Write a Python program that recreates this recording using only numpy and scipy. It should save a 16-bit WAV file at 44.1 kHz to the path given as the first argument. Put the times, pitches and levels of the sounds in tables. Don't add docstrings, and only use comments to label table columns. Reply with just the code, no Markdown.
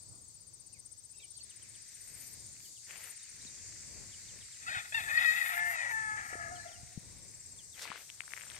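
import sys
import numpy as np
from scipy import signal
from scipy.fft import rfft, irfft, next_fast_len
from scipy.io import wavfile
from scipy.ndimage import uniform_filter1d

SR = 44100
rng = np.random.default_rng(int(sys.argv[2]) if len(sys.argv) > 2 else 0)


def linear_from_db(decibels):
    return 10 ** (np.asarray(decibels, float) / 20)


def unload_audio(sound):
    columns = np.transpose(np.atleast_2d(sound))
    steps = np.round(np.clip(columns, -1, 1) * 32767)
    wavfile.write(sys.argv[1], SR, steps.astype(np.int16))


N = 378816
T = np.arange(N) / SR

# [(t/s, f/Hz, effort/dB)]
LOW_FIRST = (17, [(4.666, 651, -73.5), (4.685, 658.5, -64.5), (4.7, 614, -66), (4.73, 627, -62.5),
             (4.755, 633, -71), (4.775, 640, -65), (4.8, 604, -65), (4.815, 600, -65)])
LOW_SECOND = (10, [(4.923, 634, -56), (4.935, 638, -65), (4.95, 640, -76.5), (4.985, 621, -69),
              (4.995, 635.6, -69), (5.012, 665.5, -64), (5.03, 642.5, -64), (5.045, 626.4, -72.5)])
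LOW_CLIMB = (31.5, [(5.085, 589.6, -62), (5.11, 597, -62.5), (5.15, 621, -70.5), (5.17, 640.4, -65.5),
             (5.18, 625.4, -58), (5.198, 630.5, -69.5), (5.211, 641, -64.5), (5.225, 653, -76.5)])
LOW_PEAK = (34, [(5.226, 636, -69), (5.255, 635.3, -65.5), (5.288, 631, -64.5), (5.315, 630, -67.5),
            (5.332, 640, -71.5), (5.38, 655.4, -73.5), (5.43, 634, -72), (5.46, 617, -81),
            (5.52, 632.4, -75)])
LOW_FALL = (14.5, [(5.53, 686.5, -56), (5.57, 700, -51), (5.62, 704.7, -53.5), (5.7, 696.4, -50),
            (5.74, 677, -53.5), (5.78, 632, -61.5), (5.84, 589.6, -57), (5.89, 561, -62)])
LOW_TAIL = (-8, [(6.3, 706, -59), (6.5, 673, -53), (6.52, 717, -51.5), (6.58, 708, -53), (6.63, 663, -73),
            (6.665, 692, -49), (6.7, 695, -59), (6.77, 700, -66.5), (7.05, 718, -84)])
# [(t/s, f/Hz, effort/dB)]
HIGH_FIRST = (19.3, [(4.665, 629, -73), (4.69, 730, -65.5), (4.715, 795, -70), (4.737, 869, -66),
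              (4.755, 750, -61), (4.79, 648, -71)])
HIGH_SECOND = (16.3, [(4.923, 829, -66.5), (4.941, 885, -72), (4.947, 911, -51.5), (4.965, 912, -59),
               (4.98, 881, -52.5), (5, 866, -62), (5.03, 899, -73), (5.06, 883, -68), (5.09, 880, -56)])
HIGH_RISE = (18.8, [(5.56, 853, -60), (5.585, 867, -58), (5.62, 878, -56), (5.66, 880, -57.5),
             (5.7, 919, -60.5), (5.74, 939.5, -67), (5.8, 966.6, -64), (5.9, 953, -62)])
HIGH_HELD = (13.1, [(5.901, 961, -52.5), (5.925, 883, -53), (5.96, 884, -52), (6.02, 877, -56.5),
             (6.1, 860, -55), (6.2, 859, -62)])
HIGH_TAIL = (19.1, [(6.201, 847, -68), (6.3, 862, -74), (6.4, 861, -70), (6.47, 840, -72.5),
             (6.51, 863, -75), (6.57, 862, -87), (6.6, 858, -73), (6.63, 873, -82), (6.68, 830, -92)])
# from t/s, to t/s, roughness 0-1
LOW_CLEAR = [(4.66, 4.82, .42), (4.91, 4.95, .25), (4.98, 5.04, .35), (5.09, 5.16, .4), (5.16, 5.22, .22),
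             (5.24, 5.33, .05), (5.535, 5.77, .04), (5.77, 5.9, .15), (6.42, 6.6, .15), (6.6, 6.7, .2),
             (6.7, 6.77, .4)]
HIGH_CLEAR = [(4.66, 4.8, .4), (4.92, 5.0, .07), (5.03, 5.1, .3), (5.575, 5.715, .02), (5.715, 5.915, .35),
              (5.915, 6.16, .025), (6.58, 6.63, .1)]
# harmonic number, level re third harmonic/dB
LOW_REST = [(2, -21), (4, -16), (5, -34), (6, -28), (7, -29), (8, -36)]
# harmonic number, level re second harmonic/dB
HIGH_REST = [(3, -21), (4, -27), (5, -36)]
# t/s, gain/dB
LOW_BEAK = [(4.7, 15.5), (4.93, 6), (5, 16), (5.1, -7), (5.17, 2.5), (5.5, 5), (5.7, -5), (5.8, 12),
            (6.3, -15)]
HIGH_BEAK = [(4.8, 7), (4.925, 22.5), (4.94, 21), (4.947, 16), (5.02, 14), (5.1, -4), (5.6, -10), (6.2, -6),
             (6.4, -16)]
# t/s, length/s, start level/dB, end level/dB
PERIOD_DOUBLING = [
    (5.95, 0.21, -14.5, -5),
    (6.17, 0.413, -9.5, -2.5),
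]
# t/s, length/s, start level/dB, end level/dB
RASP = [(4.62, 0.039, -72, -69.5), (4.83, 0.065, -69, -76), (4.68, 0.13, -65, -59.5),
        (4.94, 0.13, -61.5, -63), (5.09, .16, -63, -54.5), (5.3, 0.3, -62, -59.5), (5.58, 0.13, -64.5, -64),
        (5.72, 0.2, -56, -64.5), (5.93, 0.26, -68, -75), (6.18, 0.31, -65, -76.5), (6.55, 0.21, -85, -82)]
# f/Hz, width/Hz, level/dB
WINDPIPE = [(760, 240, 9), (1372, 160, 15.5), (1900, 460, 21), (2270, 35, 7), (2514, 76, 15.5),
            (3600, 400, 12.5), (4600, 1400, -35.5)]
# t/s, gain/dB
RASP_BEAK = [(5.4, 0), (5.5, -6), (5.7, -14), (6.1, -12), (6.4, -24)]
# t/s, left minus right level/dB
TURN = [(4.7, -7.5), (4.97, -6.5), (5.18, -6), (5.3, -3), (5.6, -6), (5.95, -6.5), (6.4, -4.5), (6.9, 4)]
# f/Hz, gain/dB
NEAR_PORT = [(100, -35), (800, 9), (2200, 11), (16000, 15.5)]
FAR_PORT = [(100, -45.5), (800, 4), (2200, -5), (16000, 18)]

# t/s, stroke count
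STROKES_A = [(0, -.46), (3.6, 55.68), (8, 124.76), (8.405, 131), (8.6, 134.9)]
STROKES_B = [(0, -.06), (.35, 5.69), (1.25, 20.36), (2.45, 41.41), (5.75, 97.45), (6.35, 107.62),
             (8.6, 145.9)]
STROKES_C = [(0, -124.55), (7.7, 5.97), (8.26, 16), (8.6, 22.1)]
STROKES_D = [(0, -32.7), (1.868, 0), (8.6, 117.9)]
# share of stroke, f/Hz
SWEEP_C = [(-.2, 7450), (0, 7620), (.1, 7560), (.2, 7420)]
# wing strokes, loudness [(t/s, level/dB)], pitch [(share of stroke, f/Hz)], left minus right level/dB
CRICKETS = [
    (STROKES_A, [(0, -51.5), (.6, -55), (1.3, -51), (1.8, -55.5), (2.15, -50), (2.5, -53.5), (2.7, -58.5), (3.1, -49), (3.6, -61), (5.5, -63), (6.2, -62.5), (7.5, -58.5), (7.9, -69), (8.6, -49)], [(-.2, 8630), (.02, 8894), (.1, 8630), (.25, 8180)], 15.7),
    (STROKES_B, [(0, -55), (.8, -59), (1.1, -54), (1.4, -61), (2, -71), (2.5, -75), (3, -55), (3.2, -66), (3.5, -89), (6, -77), (6.4, -76), (7.7, -57), (8.6, -75)], [(-.2, 8150), (.2, 7850)], 14),
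    (STROKES_C, [(6.9, -62), (7.35, -47), (7.7, -50), (7.8, -78), (8.25, -48), (8.6, -50.5)], SWEEP_C, 5.4),
    (STROKES_D, [(1.7, -83), (1.87, -61), (2.15, -52), (2.4, -57), (2.6, -83)], [(-.2, 8300), (0, 8400), (.1, 8330), (.2, 7850)], 8),
]

# t/s, length/s, start f/Hz, end f/Hz, level/dB
CHIPS = [(0.723, 0.077, 2910, 1990, -62.5), (1.13, 0.017, 2280, 2870, -62), (1.145, 0.085, 2700, 2610, -61),
         (1.2, 0.011, 2800, 2580, -58), (1.202, 0.014, 2420, 2310, -52), (1.21, 0.0095, 2400, 2310, -64),
         (1.233, 0.01, 2430, 2280, -50), (1.25, .02, 2350, 2310, -64), (1.166, 0.017, 3800, 3750, -58),
         (1.194, .022, 3800, 3700, -55), (1.214, 0.051, 3600, 2800, -57), (1.405, 0.02, 4650, 4400, -47),
         (1.337, 0.016, 4570, 4520, -52), (1.351, .018, 4500, 4460, -47), (1.36, 0.056, 4500, 2580, -60),
         (1.489, 0.045, 4150, 2450, -58), (1.612, 0.065, 3500, 2000, -58), (1.728, 0.062, 4500, 2150, -60),
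         (2.642, 0.034, 3400, 2860, -58), (2.752, 0.04, 3850, 2630, -57), (3.19, 0.011, 4080, 3600, -53.5),
         (3.22, 0.012, 4080, 3600, -56), (3.232, .06, 3150, 2450, -62), (3.268, .016, 3200, 4150, -58),
         (3.576, .024, 4400, 2950, -59), (3.409, 0.016, 3600, 4240, -48.5), (3.465, 0.019, 4470, 3620, -45),
         (4.115, 0.045, 3750, 2800, -55), (4.272, 0.045, 4200, 2800, -56), (4.398, .04, 4250, 2830, -56),
         (4.515, 0.053, 4230, 2490, -59), (6.55, 0.03, 3460, 2920, -53), (6.555, 0.018, 4270, 4230, -47),
         (6.58, 0.028, 4550, 4470, -55), (6.599, .065, 4170, 4100, -57), (6.671, 0.042, 3750, 2630, -57),
         (6.71, .03, 4050, 3000, -56), (6.732, 0.048, 3180, 2730, -58), (7.572, 0.058, 3980, 2800, -58.5),
         (7.72, 0.047, 4030, 3020, -55)]

# t/s, length/s, start level/dB, end level/dB
CRUNCHES = [(1.95, 0.3, -96, -66), (2.88, 0.24, -62, -62), (7.75, 0.04, -68, -52.5),
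            (7.82, 0.18, -53, -55.5), (8.04, 0.4, -76.5, -67.5), (8.31, 0.35, -74.5, -56.5)]
# t/s, length/s, start level/dB, end level/dB
SWISHES = [(1.85, 0.35, -73, -60), (2.19, 0.16, -55.5, -57.5), (2.38, 0.17, -70, -80),
           (2.58, 0.1, -75, -54.5), (6.22, 0.089, -74, -60), (2.87, 0.25, -66.5, -53),
           (4.65, 0.36, -70, -63), (4.95, 0.55, -60, -48), (5.4, 0.18, -71, -42.5), (5.64, 0.098, -61, -45),
           (5.9, 0.052, -59, -59), (7.72, 0.16, -67, -60), (7.97, 0.64, -60, -105),
           (8.29, 0.28, -62.5, -67)]
# t/s, length/s, start level/dB, end level/dB
BREEZE = [(1.45, .9, -78, -75), (2.35, .35, -81, -79), (2.85, 1.75, -73, -73), (4.6, 2.2, -75, -77),
          (6.8, .9, -76, -82)]
# t/s, length/s, start level/dB, end level/dB
SCUFFS = [(7.79, 0.027, -5, -3), (7.818, 0.035, 3, -4.5)]
# t/s, peak level/dB, f/Hz
SNAPS = [(2.567, -55, 2420), (2.604, -55, 2310), (3.45, -50, 2600), (7.855, -45.5, 2600),
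         (7.891, -51, 2290), (7.927, -42, 1510), (7.938, -58, 1600), (7.951, -60, 1710), (7.977, -50, 2000),
         (8.218, -49, 2300), (8.418, -44, 2410), (8.452, -56, 1610), (8.493, -58, 1410), (8.519, -46, 3700),
         (2.893, -57, 2290), (2.909, -40.5, 2250), (2.959, -44, 2130), (2.967, -48, 2430),
         (7.779, -46, 2170), (7.795, -43.5, 2000), (8.236, -53, 1460), (8.307, -51, 2270),
         (8.397, -46, 2000), (8.436, -44, 1840), (8.509, -49, 1990), (8.516, -48, 1630), (8.546, -46, 2210),
         (7.854, -43.5, 1060), (7.877, -40, 2230), (7.903, -38, 2300), (7.917, -37, 1120),
         (7.958, -44, 1500), (8.094, -49, 2600), (8.101, -39.5, 3000), (8.102, -44, 7500),
         (8.206, -31, 2270), (8.279, -44.5, 1650), (8.32, -45, 1900), (8.336, -32.5, 2080),
         (8.366, -42, 2060), (8.376, -39.5, 1960), (8.382, -44, 1970), (8.41, -41.5, 2140),
         (8.467, -53, 1410), (8.501, -40.5, 3200), (8.565, -43.5, 2220)]
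# t/s, peak level/dB, f/Hz
KNOCKS = [(3.451, -54, 220), (4.768, -47, 111), (6.329, -43, 488), (6.354, -41.5, 409.5),
          (6.831, -47.5, 117), (6.975, -35.5, 158), (7.901, -49.5, 198)]
# f/Hz, level per Hz/dB
CRUNCH_COLOUR = [(150, -45), (250, -19.5), (520, -10), (1110, -11.5), (2030, -4), (5000, -14.5),
                 (6500, -68), (11000, -120)]
SWISH_COLOUR = [(5470, -34), (9300, -8), (9490, -9), (10200, -7), (10900, -9), (12200, -3), (14800, -16.5),
                (15800, -31.5)]

# t/s, level/dB
DRONE = [(0, -64.5), (.45, -66), (1.05, -66), (1.3, -64), (2.2, -58.5), (5.9, -56.5), (7.4, -61),
         (8.6, -59)]
# f/Hz, level per Hz/dB
FAR_DRONE_COLOUR = [(3000, -36), (4000, -27), (4600, -18),
                    (5200, -19), (6400, -14.5), (7300, -16), (8300, -15), (8800, -15.5), (9300, -25.5),
                (10200, -31.5), (15900, -15)]
# t/s, level/dB
FENCE_CHORUS = [(1.6, -84), (2, -66), (3, -61), (5.5, -57), (6.5, -86)]
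# t/s, level/dB
NEAR_CHORUS = [(0.45, -84), (1.1, -82), (1.2, -70), (2.7, -72), (4.6, -68), (5.5, -66), (5.7, -78),
               (6.2, -76), (6.75, -76), (6.85, -69), (7.25, -70), (7.35, -82), (7.7, -80), (7.8, -70)]
# t/s, level/dB
WIND = [(0.0, -62.5), (1.22, -73.5), (1.53, -71), (1.7, -66), (2.01, -67), (2.37, -68.5), (3.13, -72),
        (3.85, -61.5), (4.04, -58.5), (4.59, -68.5), (4.73, -66.5), (5.95, -63.5), (6.12, -62.5),
        (6.99, -63.5), (7.23, -65.5), (7.56, -63.5), (8.01, -72.5), (8.59, -65)]
# f/Hz, level per Hz/dB
WIND_COLOUR = [(14, -49), (30, -13.5), (102, 3), (134, -3), (217, -12.5), (500, -19), (800, -24.5),
               (1500, -27)]
# f/Hz, gain/dB
LEFT_PORT_WIND = [(10, 8.5), (40, 4), (100, -1), (200, 3), (1200, 4.5)]
# f/Hz, level per Hz/dB
FIELD = [(200, -10), (400, 0), (1250, -6), (2000, -1), (3200, -6), (9500, -4), (15800, -7), (16500, -40)]


def rooster():
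    low_notes = [LOW_FIRST, LOW_SECOND, LOW_CLIMB, LOW_PEAK, LOW_FALL, LOW_TAIL]
    high_notes = [HIGH_FIRST, HIGH_SECOND, HIGH_RISE, HIGH_HELD, HIGH_TAIL]
    low = membrane(low_notes, LOW_CLEAR, low_partials, smear_hz=180)
    high = membrane(high_notes, HIGH_CLEAR, high_partials, smear_hz=190)
    voice = low + high + rasp()
    swing = linear_from_db(track(TURN)[0] * np.array([[1], [-1]]) / 2)
    left, right = np.array([colour(voice, NEAR_PORT), colour(voice, FAR_PORT)]) * swing
    port_lag = 16
    direct = np.array([left, np.roll(right, port_lag)])
    return direct + linear_from_db(-12.5) * farm_echo(voice)


def membrane(notes, clear, partials, smear_hz, fade_s=0.0023):
    rows = sorted((*row, lift) for lift, note in notes for row in note)
    hz, first_db, lift_db = track(rows)
    spans = [(note[0][0], note[-1][0] - note[0][0], 0, 0) for lift, note in notes]
    sounding = bouts(spans, fade_s, fade_s).clip(0, 1)
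    rough = np.full(N, 0.63)
    for start, end, share in clear:
        rough[(T >= start) & (T < end)] = share
    rough = uniform_filter1d(rough, SR // 40).clip(0, 1)
    phase = 2 * np.pi * np.cumsum(hz) / SR
    out = 0
    for k, db in partials(hz, first_db, first_db + lift_db):
        uneven = (walk(smear_hz) + 1j * walk(smear_hz)) / np.sqrt(2)
        blur = 1 - (1 - rough) ** max(k / 3, 1)
        shape = np.sqrt(1 - blur) + 1.1 * np.sqrt(blur) * uneven
        out = out + np.sqrt(2) * linear_from_db(db) * np.real(shape * np.exp(1j * k * phase))
    return sounding * out


def low_partials(hz, first_db, third_db):
    beak_hz, beak_width_hz = 1900, 70
    third_db = third_db - 10 * np.log10(1 + ((3 * hz - beak_hz) / beak_width_hz) ** 2)
    partials = [(1, first_db), (3, third_db)]
    for k, db in LOW_REST:
        opened_db = third_db + db + (k > 3) * track(LOW_BEAK)[0]
        partials.append((k, np.maximum(opened_db, first_db - 7.5 * k)))
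    return partials


def high_partials(hz, first_db, second_db):
    half_db = second_db + 20 * np.log10(bouts(PERIOD_DOUBLING, 0.03, 0.06) + 0.001)
    partials = [(1, first_db), (2, second_db), (3 / 2, half_db), (5 / 2, half_db - 8)]
    beak_db = track(HIGH_BEAK)[0]
    return partials + [(k, second_db + db + beak_db) for k, db in HIGH_REST]


def rasp():
    air = rng.standard_normal(N) * linear_from_db(3 * walk(70))
    beak_db = track(RASP_BEAK)[0]
    out = 0
    for hz, width_hz, db in WINDPIPE:
        out = out + level(band(air, hz, width_hz), db) * linear_from_db((hz > 2400) * beak_db)
    return out * linear_from_db(-6) * bouts(RASP, attack_s=0.045, release_s=0.05)


def farm_echo(voice):
    t = T[:SR // 2]
    tail = rng.standard_normal((2, len(t))) * linear_from_db(-60 * t / 0.7) * (t > 0.012)
    tail = tail / np.sqrt(np.sum(tail[0] ** 2))
    return signal.fftconvolve(voice[None], tail, axes=1)[:, :N]


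def crickets():
    out = 0
    for strokes, loud, sweep, pan_db in CRICKETS:
        share = (track(strokes)[0] + 0.5) % 1 - 0.5
        at, hz = np.transpose(sweep)
        pitch = np.interp(share, at, hz) * (1 + 0.0047 * walk(60.43))
        stroke = np.clip(1 - (share / 0.23) ** 2, 0, 1) ** 1.5
        stroke = stroke * linear_from_db(1.5 * walk(350))
        loudness = linear_from_db(track(loud)[0] + 1.3 * walk(4.6))
        whistle = stroke * loudness * np.sin(2 * np.pi * np.cumsum(pitch) / SR)
        out = out + place(whistle, pan_db, -10)
    return out


def sparrow():
    out = np.zeros(N)
    for s, length, from_hz, to_hz, db in CHIPS:
        u = np.arange(int(length * SR)) / (length * SR)
        hz = from_hz + (to_hz - from_hz) * np.sin(np.pi / 2 * u) ** 1.15
        swell = linear_from_db(db - 5.1 * u) * np.sin(np.pi * u) ** 0.64
        i = int(s * SR)
        out[i:i + len(u)] += swell * np.sin(2 * np.pi * np.cumsum(hz) / SR)
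    direct = place(out * linear_from_db(3.5 * walk(150) - 3), -3, -14)
    leaves = rng.standard_normal((2, SR // 8)) * linear_from_db(-60 * T[:SR // 8] / 0.13)
    return direct + linear_from_db(-32) * signal.fftconvolve(out[None], leaves, axes=1)[:, :N]


def feet():
    strength = rng.exponential(size=N // 40 + 1).clip(0, 5)
    grains = noise_pair(0.6) * linear_from_db(2.2 * np.repeat(strength, 40)[:N])
    crunch = level(colour(grains, CRUNCH_COLOUR), 4) * linear_from_db([[4], [-4]])
    crunch = crunch * (linear_from_db(-91) + bouts(CRUNCHES, attack_s=0.036, release_s=0.12))
    blades = level(band(grains, 2050, 1200), 9) * bouts(BREEZE, attack_s=0.12, release_s=0.16)
    swish = colour(noise_pair(0.2) * linear_from_db(0.88 * walk(40)), SWISH_COLOUR)
    swish = level(swish, 0) * linear_from_db([[4], [-9]])
    swish = swish * (linear_from_db(-86) + bouts(SWISHES, attack_s=0.04, release_s=0.06))
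    scuff = level(band(grains, 5600, 6200), -46) * bouts(SCUFFS, attack_s=0.0034, release_s=0.017)
    snaps = ring(SNAPS, cycles=0.67, pan_db=21.5)
    knocks = ring(KNOCKS, cycles=0.35, pan_db=14)
    return crunch + blades + swish + scuff + snaps + knocks


def ring(events, cycles, pan_db):
    out = np.zeros((2, N + SR))
    pan = np.array([[pan_db], [-pan_db]]) / 2
    for s, db, hz in events:
        turn = np.arange(int(8 * cycles * SR / hz)) * hz / SR
        i = int(s * SR)
        shape = np.e * turn / cycles * np.exp(-turn / cycles) * np.sin(2 * np.pi * turn)
        out[:, i:i + len(turn)] += linear_from_db(db + pan) * shape
    return out[:, :N]


def insect_drone():
    drone = 0
    for hz in 3400 * 2 ** np.arange(0, 1.7, 0.15):
        patch = linear_from_db(1.5 * walk(1.5) + 1.6 * walk(16))
        drone = drone + level(band(noise_pair(0), hz, hz / 6), 0) * patch * np.sqrt(hz)
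    drone = level(colour(drone, FAR_DRONE_COLOUR), 6)
    drone = drone * linear_from_db(track(DRONE)[0]) * linear_from_db([[2], [-2]])
    fence_gain = linear_from_db(track(FENCE_CHORUS)[0] + 2 * walk(23))
    near_gain = linear_from_db(track(NEAR_CHORUS)[0] + 1.5 * walk(12))
    fence = level(band(noise_pair(0.2), 7350, 320), 0) * fence_gain
    near = level(band(noise_pair(0.2), 3900, 1100), 0) * near_gain
    return drone + fence + near


def wind():
    gusts = np.array([track(WIND)[0] + 2 + 4 * walk(7.7) for port in range(2)])
    left, right = colour(noise_pair(0.3), WIND_COLOUR)
    rumble = np.array([colour(left, LEFT_PORT_WIND), right])
    return level(rumble, 0) * linear_from_db(gusts)


def field_air():
    air = colour(noise_pair(0.08), FIELD)
    middle = colour(air, [(600, 0), (3000, 0)])
    return air * linear_from_db(-79.5) / np.sqrt(np.mean(middle ** 2)) * linear_from_db([[1.5], [-1.5]])


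def level(x, db):
    return x * linear_from_db(db) / np.sqrt(np.mean(x ** 2))


def track(rows):
    s, *columns = np.transpose(rows)
    return [np.interp(T, s, c) for c in columns]


def bouts(rows, attack_s, release_s):
    gain = 0
    for s, length, from_db, to_db in rows:
        drift = linear_from_db(np.interp(T, [s, s + length], [from_db, to_db]))
        rise = (T - s) / attack_s + 0.5
        fall = (s + length - T) / release_s + 0.5
        gain = gain + drift * np.clip(np.minimum(rise, fall), 0, 1)
    return gain


def walk(rate):
    k = int(SR / rate)
    return level(uniform_filter1d(uniform_filter1d(rng.standard_normal(N), k), k), 0)


def colour(x, spectrum):
    hz, db = np.transpose(spectrum)
    size = next_fast_len(N)
    f = np.log(np.fft.rfftfreq(size, 1 / SR) + 1)
    gain = linear_from_db(np.interp(f, np.log(hz), db, -90, -90))
    return irfft(rfft(x, size) * gain, size)[..., :N]


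def band(x, hz, width_hz):
    b, a = signal.iirpeak(hz, hz / width_hz, fs=SR)
    return signal.lfilter(b, a, signal.lfilter(b, a, x))


def place(x, pan_db, lag):
    left = np.roll(x, max(-lag, 0)) * linear_from_db(pan_db / 2)
    right = np.roll(x, max(lag, 0)) * linear_from_db(-pan_db / 2)
    return np.array([left, right])


def noise_pair(likeness):
    mid, side = rng.standard_normal((2, N))
    shared, apart = np.sqrt(1 + likeness) * mid, np.sqrt(1 - likeness) * side
    return np.array([shared + apart, shared - apart])


def scene():
    return rooster() + crickets() + sparrow() + feet() + insect_drone() + wind() + field_air()


def band_limit(x):
    return signal.sosfilt(signal.butter(12, 15910, fs=SR, output="sos"), x)


def record(dry):
    return band_limit(dry)


dry = scene()
out = record(dry)
unload_audio(out)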